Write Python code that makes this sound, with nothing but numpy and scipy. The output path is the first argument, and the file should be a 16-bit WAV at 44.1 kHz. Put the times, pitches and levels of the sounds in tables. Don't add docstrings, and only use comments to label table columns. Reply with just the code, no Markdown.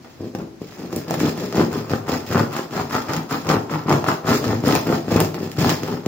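import sys
import numpy as np
from scipy import signal
from scipy.fft import rfft, irfft, next_fast_len
from scipy.io import wavfile
from scipy.ndimage import uniform_filter1d

SR = 44100
rng = np.random.default_rng(int(sys.argv[2]) if len(sys.argv) > 2 else 0)


def boost(x):
    u = np.asarray(x, float) / 20
    return 10 ** u


def unload_wav(signal):
    wavfile.write(
        sys.argv[1],
        SR,
        np.round(np.clip(np.atleast_2d(signal).T, -1, 1) * 32767).astype(np.int16),
    )


N = 267687


def evened(x):
    return x / np.sqrt(np.mean(x ** 2) + 1e-20)


def unit(h):
    return h / np.linalg.norm(h, axis=-1, keepdims=True)


def read(points, hz):
    f, value = np.transpose(points)
    return np.interp(np.log(hz + 1), np.log(f + 1), value)


def along(curve):
    return np.interp(np.arange(N) / SR, *np.transpose(curve))


def causal(points, size=4096):
    level_db = np.maximum(read(points, abs(np.fft.fftfreq(size, 1 / SR))), -80)
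    spectrum = np.exp(np.conj(signal.hilbert(np.log(boost(level_db)))))
    return unit(np.fft.ifft(spectrum).real[:size // 2])


def ringing(modes):
    t = np.arange(SR // 2) / SR
    return unit(sum(boost(db - 60 * t / t60) * np.sin(2 * np.pi * hz * t) for hz, db, t60 in modes))


def resonate(x, hz, width):
    turn = np.exp(2j * np.pi * np.cumsum(hz) / SR)
    r = np.exp(-np.pi * width / SR)
    return 2 * (turn * signal.lfilter([1 - r], [1, -r], x / turn)).real


def slips(per_s, spread_db):
    chance, size, sign = rng.random((N, 3)).T
    strength = boost(spread_db * np.minimum(-np.log(size + 1e-9), 4))
    return (chance < per_s / SR) * strength * np.sign(sign - 0.5)


def blows(rows, column):
    rows, out = np.array(rows), np.zeros(N)
    out[np.minimum((rows[:, 0] * SR).astype(int), N - 1)] = boost(rows[:, column])
    return out


def clumps(depth_db, length_s):
    size = round(length_s * SR)
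    wander = uniform_filter1d(uniform_filter1d(rng.standard_normal(N), size), size)
    return boost(depth_db * evened(wander))


def bursts(drive, burst_s, patchy_db, count=10):
    t, spot, out = np.arange(1024) / SR, rng.integers(0, count, N), np.zeros((2, N))
    hz = np.linspace(1500, 16000, num=9)
    for k in range(count):
        noise = rng.standard_normal((2, len(t))) + 0.5 * rng.standard_normal(len(t))
        burst = noise * np.exp(-t / burst_s)
        colour = causal(np.transpose([hz, patchy_db * rng.standard_normal(len(hz))]), size=512)
        burst = unit(signal.oaconvolve(burst, colour[None], axes=1))
        out += signal.oaconvolve((drive * (spot == k))[None], burst, axes=1)[:, :N]
    return out


def effort(rows, column, shape, bite):
    rows, t = np.array(rows), np.arange(0, N, 32) / SR
    rise, fall, level_db = shape
    swell, grip_s = bite
    start, hold = rows[:, :1], rows[:, 1:2]
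    early, late = start - t, t - start - hold
    db = rows[:, column, None] + level_db
    db = db - swell * rise * np.maximum(early, 0) - fall * np.maximum(late, 0)
    db -= 2500 * np.maximum(early - grip_s, 0)
    return np.interp(np.arange(N) / SR, t, np.sqrt((boost(db) ** 2).sum(0)))


# (f/Hz, level/dB)
HUM_COLOUR = [(24, -14), (45, 5), (110, 6), (320, 2.5), (444, -5.5), (2570, -19), (3560, -21.5),
              (4130, -20.5), (6820, -21.5), (8500, -31), (12000, -32), (15500, -31)]


def hum():
    hz = np.fft.rfftfreq(N, 1 / SR)
    left, other = rfft(rng.standard_normal((2, N)))
    same = 0.9 / (1 + (hz / 500) ** 2)
    right = same * left + np.sqrt(1 - same ** 2) * other
    return boost(-45.5) * evened(irfft(np.array([left, right]) * boost(read(HUM_COLOUR, hz)), N))


# (rise/dB per s, fall/dB per s, level/dB)
PUSH_SHAPE, KNOCK_SHAPE = (446, 250, 2.04), (520, 326, 2.1)
CRACKLE_SHAPE, SHAKE_SHAPE = (500, 187, 4.22), (230, 140, -3)
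# (start t/s, hold t/s, push level/dB, knock level/dB, crackle level/dB)
SETTLING = [
    (0.048, 0.013, -45, -46, -65),
    (0.21, 0.064, -31, -54, -56.5),
    (0.354, 0.0066, -33.5, -61, -68),
    (0.39, 0.029, -29, -46, -59),
    (0.619, 0.01, -36.5, -52, -55),
    (0.68, 0.15, -56, -51.5, -53.5),
]
# (start t/s, hold t/s, push level/dB, knock level/dB, crackle level/dB)
AWAY = [(0.795, 0.062, -32, -47, -53.5), (1.1, 0.037, -25, -36, -41.5), (1.382, 0.074, -25.5, -38.5, -43.5),
        (1.731, 0.056, -24, -34.5, -44), (2.095, 0.039, -21.5, -26, -36), (2.537, 0.055, -30, -28.5, -41),
        (2.928, 0.048, -27, -27, -38), (3.318, 0.033, -26.5, -28, -38.5), (3.72, 0.035, -24, -27.5, -42.5),
        (4.081, 0.024, -21.5, -22.5, -39), (4.445, 0.087, -20.5, -30.5, -42),
        (4.884, 0.066, -21, -26.5, -39.5), (5.352, 0.1, -27.5, -41, -47.5), (5.839, 0.1, -26.5, -36, -45.5)]
# (start t/s, hold t/s, push level/dB, knock level/dB, crackle level/dB)
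BACK = [(0.931, 0.049, -30, -52, -46.5), (1.21, 0.07, -20.5, -30, -38), (1.562, 0.052, -15.5, -25, -37.5),
        (1.906, 0.034, -23.5, -35.5, -42.5), (2.324, 0.076, -17.5, -24, -37.5),
        (2.743, 0.057, -25.5, -28.5, -40.5), (3.09, 0.088, -25, -30.5, -44),
        (3.499, 0.043, -16, -21.5, -39), (3.896, 0.049, -17, -22, -38), (4.283, 0.073, -19, -24, -33),
        (4.665, 0.097, -17.5, -24.5, -33), (5.117, 0.1, -17.5, -27, -36.5), (5.598, 0.13, -21.5, -30, -35),
        (6.071, 0.0041, -27, -36, -52)]
# (start t/s, hold t/s, push level/dB, knock level/dB, crackle level/dB)
RESTING = [
    (0.9, 5.2, -41, -46.5, -60.5),
    (2.274, 0.034, -52, -56, -45.5),
    (0.03, 0.19, -60, -64, -61),
    (0.64, 0.28, -55, -58, -65),
    (3.48, 0.02, -27, -32, -45),
    (4.64, 0.018, -25, -36, -48),
    (5.08, 0.016, -30, -40, -48),
]


def strokes(column, shape):
    settling = effort(SETTLING, column, shape, bite=(1.1, 0.017))
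    away = effort(AWAY, column, shape, bite=(0.81, 0.027))
    back = effort(BACK + RESTING, column, shape, bite=(1, 0.05))
    return np.sqrt(settling ** 2 + away ** 2 + back ** 2)


# (t/s, pace/per s)
PACE = [(0.22, 93), (0.36, 176), (0.97, 169), (1.24, 148), (1.6, 188), (2.12, 83.4), (2.37, 100),
        (2.58, 168), (2.79, 163), (2.96, 129), (3.14, 152.5), (3.75, 149), (3.93, 134), (4.1, 164),
        (4.33, 155), (4.52, 94.5), (4.72, 153), (5.67, 166)]


def tooth_train(wander=0.1, spread_db=4.5):
    drift = evened(uniform_filter1d(rng.standard_normal(N), 500))
    pace = along(PACE) * (1 + wander * drift)
    caught = np.diff(np.floor(np.cumsum(pace) / SR), prepend=0)
    return caught * boost(spread_db * rng.standard_normal(N))


# (t/s, peak level/dB)
THUDS = [(0.203, -18.5), (0.346, -13), (0.613, -14), (0.93, -16), (0.962, -10), (1.102, -19), (1.209, -14),
         (1.296, -17), (1.577, -2.5), (1.931, -3), (2.08, -17), (2.321, -26), (2.947, -8.5), (3.091, -16),
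         (3.323, -10.5), (3.495, -29), (3.519, -13), (3.732, -19), (3.882, -18), (3.934, -6), (4.482, -24),
         (4.67, -2), (4.896, -5.5), (4.925, -7.5), (5.078, -9), (5.156, 3.5), (5.58, -7.5), (5.637, -20),
         (5.831, -10.5), (6.06, -4.5)]
# (t/s, peak level/dB)
MORE_THUDS = [(1.14, -14), (1.229, -1.5), (1.25, -9), (1.269, -14), (1.591, 2), (1.604, -3), (1.618, -10),
              (1.913, -8), (2.115, -20), (2.35, -4), (2.38, -5), (2.407, -7), (2.741, -20), (2.789, -20),
              (3.12, -20), (3.172, -11), (3.539, -2), (3.565, -1), (3.708, -17), (3.856, -10.5), (3.905, -21),
              (3.958, -9), (4.038, -12), (4.079, -4), (4.244, -10), (4.308, -5), (4.339, -7), (4.436, -25),
              (4.519, -6), (4.635, -2.5), (4.699, -8), (4.728, -18), (4.769, -23), (4.866, -10), (4.939, -10),
              (5.123, -2), (5.18, -11), (5.21, -11), (5.238, -15), (5.451, -10.5), (5.659, -10), (5.678, -6),
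              (5.719, -27), (5.936, -9), (5.949, -12)]
# (t/s, peak level/dB)
KNOCKS = [(1.109, -11.5), (1.141, -14), (1.205, -12), (1.526, -17), (1.546, -17), (1.559, -17),
          (1.936, -7.5), (2.092, -19), (2.305, -33), (2.322, -16), (2.347, -9), (2.394, -14.5),
          (2.565, -16), (2.727, -25), (2.911, -18), (2.933, -21), (2.952, -9), (3.11, -17), (3.135, -10),
          (3.311, -12), (3.468, -23), (3.49, -13), (3.501, -4), (3.514, -10), (3.541, -7), (3.567, -11),
          (3.709, -33), (3.727, -28), (3.884, -13), (3.885, -10.5), (3.894, -9.5), (3.905, -6),
          (3.913, -4.5), (3.94, -14), (4.024, -22), (4.042, -10), (4.066, -15), (4.087, -8.5), (4.245, -21),
          (4.294, -24), (4.323, -12), (4.441, -16), (4.639, -25), (4.689, -6), (4.71, -6.5), (4.734, -9),
          (4.753, -8), (4.893, -16), (4.92, -19), (4.926, -7), (5.081, -31), (5.108, -18), (5.166, -22),
          (5.211, -16), (5.587, -31), (5.612, -21), (5.646, -18), (5.646, -6), (5.681, -19), (5.692, -13)]
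# (start t/s, hold t/s, shake level/dB)
LURCHES = [
    (1.92, 0.017, -19),
    (2.335, 0.034, -15.5),
    (2.78, .02, -25),
    (3.5, 0.058, -30),
    (3.74, 0.021, -16.5),
    (4.5, 0.019, -15),
    (4.68, 0.017, -39),
    (5.18, 0.031, -12),
    (5.58, 0.082, -16),
]
# (f/Hz, level/dB)
THUMP = [(53, -57.5), (90, -5.5), (200, -1.5), (283, 0), (412, -0.5), (572, -10), (900, -26), (1170, -26.5),
         (1980, -120)]
# (f/Hz, level/dB, time to fall 60 dB t/s)
BOARD = [(194, -3.5, 0.13), (229, 7, 0.25), (270.2, 0.5, 0.37), (289, -5, 0.24), (319.5, -1.5, 0.25),
         (363, 4, 0.19), (411.3, -3, 0.17), (463, -6.5, 0.078), (538, -10.5, 0.16), (609, -6, 0.082)]
# (f/Hz, level/dB, time to fall 60 dB t/s)
TABLE = [(101.8, 0.92, 0.12), (113, 9.4, 0.23), (139.4, 2, 0.47), (157.3, 1, 0.48)]


def board(teeth):
    body = boost(-6) * ringing(BOARD)
    body[:2048] -= causal(THUMP)
    body = unit(body)

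    pushes = evened(evened(teeth) + 1.07 * evened(slips(400, 2.5)))
    hard = blows(THUDS, 1) + boost(-3.5) * blows(MORE_THUDS, 1)
    hard = np.roll(hard, round(0.00284 * SR))
    thuds = (hard + boost(-9) * blows(KNOCKS, 1)) / abs(body).max()
    pressing = boost(-4) * strokes(column=2, shape=PUSH_SHAPE) * pushes
    wood = signal.oaconvolve(pressing - boost(-4.5) * thuds, body)

    lurch = effort(LURCHES, column=2, shape=PUSH_SHAPE, bite=(0.98, 0.026))
    shake = boost(-12) * (strokes(column=2, shape=SHAKE_SHAPE) + lurch) * pushes
    top = signal.oaconvolve(shake - boost(-12) * thuds, ringing(TABLE))
    throb = resonate(resonate(shake, along(PACE), 28), along(PACE), 27)

    freedom = along([(0, 0.85), (0.7, 0.91), (0.9, 0.3), (7, 0.3)])
    ring = boost(-24) * signal.oaconvolve(thuds * freedom, ringing(BOARD))
    return wood[:N] + ring[:N] + top[:N] + boost(24) * throb


# (t/s, peak level/dB, knock below 2 kHz level/dB, sizzle above 8 kHz level/dB)
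CRACKS = [(0.3499, -21, -23, -39), (0.9277, -23, -23, -37), (0.9619, -22, -54, -24.5),
          (1.1086, -18, -11.5, -26), (1.2012, -12.5, -39, -32), (1.5708, -14.5, -21, -45),
          (1.8968, -17.5, -23, -46), (2.395, -12, -13.5, -42), (2.9091, -32, -23, -45),
          (3.1344, -10, -19, -28), (3.1652, -11, -37, -31), (3.3115, -38, -23, -35), (3.469, -17, -25, -44),
          (3.4902, -5.5, -19, -44), (3.5134, -6.5, -23, -41), (3.895, -10.5, -30, -39),
          (3.927, -7, -28, -45), (4.0422, -16, -36, -37), (4.0831, -11, -34, -39),
          (4.0878, -12.5, -19, -28), (4.2951, -16, -28, -40), (4.4427, -13.5, -17, -49),
          (4.6812, -29, -28.5, -23), (4.7245, -6, -13, -37), (4.752, -5, -39, -20.5),
          (5.1096, -26, -32, -47), (5.1634, -8.5, -24, -26), (5.2031, -4, -22, -16),
          (5.5871, -16, -26, -47), (5.6939, -1.5, -8, -33)]
# (t/s, peak level/dB, knock below 2 kHz level/dB)
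TICKS = [(0.351, -30, -21.5), (3.3085, -26, -24), (4.892, -26, -22), (5.878, -20, -22), (5.94, -29, -24),
         (5.97, -36, -26), (4.48, -19, -31), (4.51, -27, -29), (6.061, -16, -26), (0.906, -34, -38),
         (0.047, -45, -33), (0.8, -31, -45), (2.0686, -39, -44), (2.265, -24, -38), (2.5203, -25, -36),
         (2.8964, -26, -41), (3.3052, -32, -43), (2.727, -42, -32), (0.387, -28, -33), (1.0819, -24, -28),
         (1.141, -14.5, -33), (1.3563, -32, -42), (2.2887, -21, -40), (2.3306, -17, -32), (3.5, -23, -30),
         (4.6039, -25, -35), (4.759, -16, -30), (5.211, -16, -19), (5.566, -29, -29), (5.701, -9, -21),
         (1.3763, -22, -24), (1.5254, -19, -29), (1.5578, -24, -30), (1.729, -18, -26), (2.0852, -25, -24),
         (2.5287, -20, -24), (2.5666, -14.5, -31), (2.7092, -25.5, -29), (2.9497, -12, -23),
         (3.3263, -15, -40), (3.4481, -22, -26), (3.715, -23, -42), (3.8873, -26, -33), (4.2603, -36, -19),
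         (4.6379, -35, -18), (4.8703, -18, -36), (5.0818, -29, -24), (5.247, -14, -16), (5.344, -20, -20),
         (5.5163, -18, -44), (5.8331, -15.5, -20)]
# (f/Hz, width f/Hz, level/dB)
CRUST = [(829, 180, 2), (1013, 540, 4.5), (1238, 270, 4.5), (1737, 470, -4.5), (2560, 1400, -6)]
# (t/s, f/Hz)
CAVITY = [(0.97, 620), (1.6, 625), (1.94, 1417), (2.12, 631.3), (2.37, 1480), (2.79, 620.5), (2.96, 1430),
          (3.14, 800), (3.33, 1160), (3.65, 980), (3.93, 1080), (4.1, 1013), (4.33, 1380), (4.52, 636.7),
          (5.17, 644.2), (5.67, 845.8)]


def crust(teeth, count=12):
    t, spot, out = np.arange(1500) / SR, rng.integers(0, count, N), np.zeros((2, N))
    grip = evened(0.28 * evened(teeth) + evened(slips(700, 4.4)))
    drive = boost(-6) * strokes(column=3, shape=KNOCK_SHAPE) * grip
    drive += boost(10) * (blows(CRACKS, 2) + blows(TICKS, 2) + boost(-2) * blows(KNOCKS, 1))
    edges = signal.butter(2, [520, 3000], "bandpass", fs=SR, output="sos")
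    for k in range(count):
        shift = rng.uniform(0.93, 1.104, len(CRUST))
        phase = rng.normal(0, 0.69, (len(CRUST), 2, 1))
        knock = np.zeros((2, len(t)))
        for (hz, width, db), s, p in zip(CRUST, shift, phase):
            dying = boost(db) * np.sqrt(width) * np.exp(-np.pi * width * t)
            knock += dying * np.sin(2 * np.pi * hz * s * t + p)
        knock = unit(signal.sosfilt(edges, knock))
        out += signal.oaconvolve((drive * (spot == k))[None], knock, axes=1)[:, :N]
    out += boost(7.5) * signal.sosfilt(edges, blows(KNOCKS, 1) + blows(CRACKS, 2))
    return out + boost(-6.5) * resonate(out, along(CAVITY), 220)


# (f/Hz, level/dB)
SNAP = [(1060, -35), (1800, -3.5), (2120, -4.5), (2390, -4.5), (3360, -8), (4120, -8.5), (5330, -5.5),
        (6060, -11), (6640, -6.5), (8130, -18), (11100, -22.5), (13100, -20), (15100, -11), (16200, -19)]


def crackle(teeth):
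    bunch = signal.lfilter([1], [1, -np.exp(-1 / (0.027 * SR))], abs(teeth))
    sawing = strokes(column=4, shape=CRACKLE_SHAPE)
    tearing = (0.8 + 0.22 * evened(bunch)) * clumps(2.04, 0.0095)
    fine = boost(-2) * sawing * evened(slips(1800, 1.93) * tearing)

    low = signal.butter(3, 7800, "low", fs=SR, output="sos")
    high = signal.butter(3, 7800, "high", fs=SR, output="sos")
    breaks = blows(CRACKS, 1) + blows(TICKS, 1)
    sizzle = blows(CRACKS, 3) + boost(-18.5) * blows(TICKS, 1)
    snaps = signal.sosfilt(low, bursts(boost(4.5) * breaks, 0.0009, 3))
    snaps += signal.sosfilt(high, bursts(boost(25) * sizzle, 0.0013, 3))
    snaps += bursts(boost(2) * breaks, 0.015, 3)
    snaps += bursts(boost(-9.5) * sawing * evened(slips(220, 2.8)), 0.00075, 5.8)
    snaps += bursts(boost(-22.5) * np.sqrt(sawing) * slips(45, 2.8), 0.00064, 4)
    return signal.oaconvolve(bursts(fine, 0.0019, 3.06) + snaps, causal(SNAP)[None], axes=1)[:, :N]


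# (f/Hz, time to fall 60 dB t/s)
ROOM = [(100, 0.091), (400, 0.63), (1500, 0.25), (5000, 0.28), (14000, 0.31)]


def room(x, same_hz=480, count=4, turn_s=0.3738):
    hz, t, z = signal.stft(rng.standard_normal((count, 2, SR // 2)), SR, nperseg=256)
    same = 1 / (1 + (hz[:, None] / same_hz) ** 4)
    z[:, 1] = same * z[:, 0] + np.sqrt(1 - same ** 2) * z[:, 1]
    fading = boost(-60 * t / read(ROOM, hz)[:, None])
    tails = signal.istft(z * fading, SR, nperseg=256)[1]
    tails *= np.clip(np.arange(tails.shape[-1]) / SR / 0.005, 0, 1)
    turn = np.arange(N) / SR / turn_s - np.arange(count)[:, None]
    away = (turn + count / 2) % count - count / 2
    share = np.cos(np.pi / 2 * np.clip(away, -1, 1))
    return signal.fftconvolve((share * x)[:, None], unit(tails), axes=2).sum(0)[:, :N]


def scene():
    teeth = tooth_train()
    low = board(teeth)
    high = crust(teeth) + crackle(teeth)
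    mix = low + high + room(boost(-8.5) * low + boost(-2) * high.mean(0))
    late_right = np.pad(mix[1], (3, 0))[:N]
    return np.array([mix[0], late_right]) + hum()


# (f/Hz, share of bands lost)
EMPTIED = [(2600, .02), (3400, .07), (4700, .03), (6000, .08), (7800, .38), (11000, .34), (13500, .16),
           (15000, .03)]


def thinned(x, size=5, count=4):
    hz, t, z = signal.stft(x, SR, nperseg=1024, noverlap=768)
    luck = rng.standard_normal((len(hz) // size + 1, len(t) // count + 1))
    luck = evened(uniform_filter1d(luck, size=2, axis=1))
    rank = 0.5 + 0.5 * np.tanh(0.85 * luck)
    rank = np.repeat(np.repeat(rank, size, axis=0), count, axis=1)[:len(hz), :len(t)]
    lost = (rank < read(EMPTIED, hz)[:, None]) & (hz[:, None] > 2500)
    treble = (abs(z[:, hz > 2500]) ** 2).sum((0, 1))
    lost &= treble < 1.8 * np.roll(treble, 2)
    kept = np.where(lost, boost(-24), 1)
    return signal.istft(z * kept, SR, nperseg=1024, noverlap=768)[1][:, :N]


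def low_pass(x):
    return signal.sosfilt(signal.butter(12, 16980, fs=SR, output="sos"), x)


# (f/Hz, left over right level/dB)
LEAN = [(60, 2), (180, 2), (550, 1.5), (1650, 2.5), (4970, -1.5), (15000, -3.5)]


def record(dry):
    size = next_fast_len(N + SR // 4)
    hz = np.fft.rfftfreq(size, 1 / SR)
    lean = read(LEAN, hz)
    bass_cut = (1j * hz / (1j * hz + 51.4)) ** 4
    x = irfft(rfft(dry, size) * boost([lean / 2, -lean / 2]) * bass_cut, size)[:, :N]
    x = thinned(1.101 * np.tanh(x / 0.87))
    top_cut = signal.firwin(401, 15950, window=("kaiser", 8), fs=SR)
    mix = signal.oaconvolve(x, top_cut[None], "same")
    return low_pass(mix)


dry = scene()
out = record(dry)
unload_wav(out)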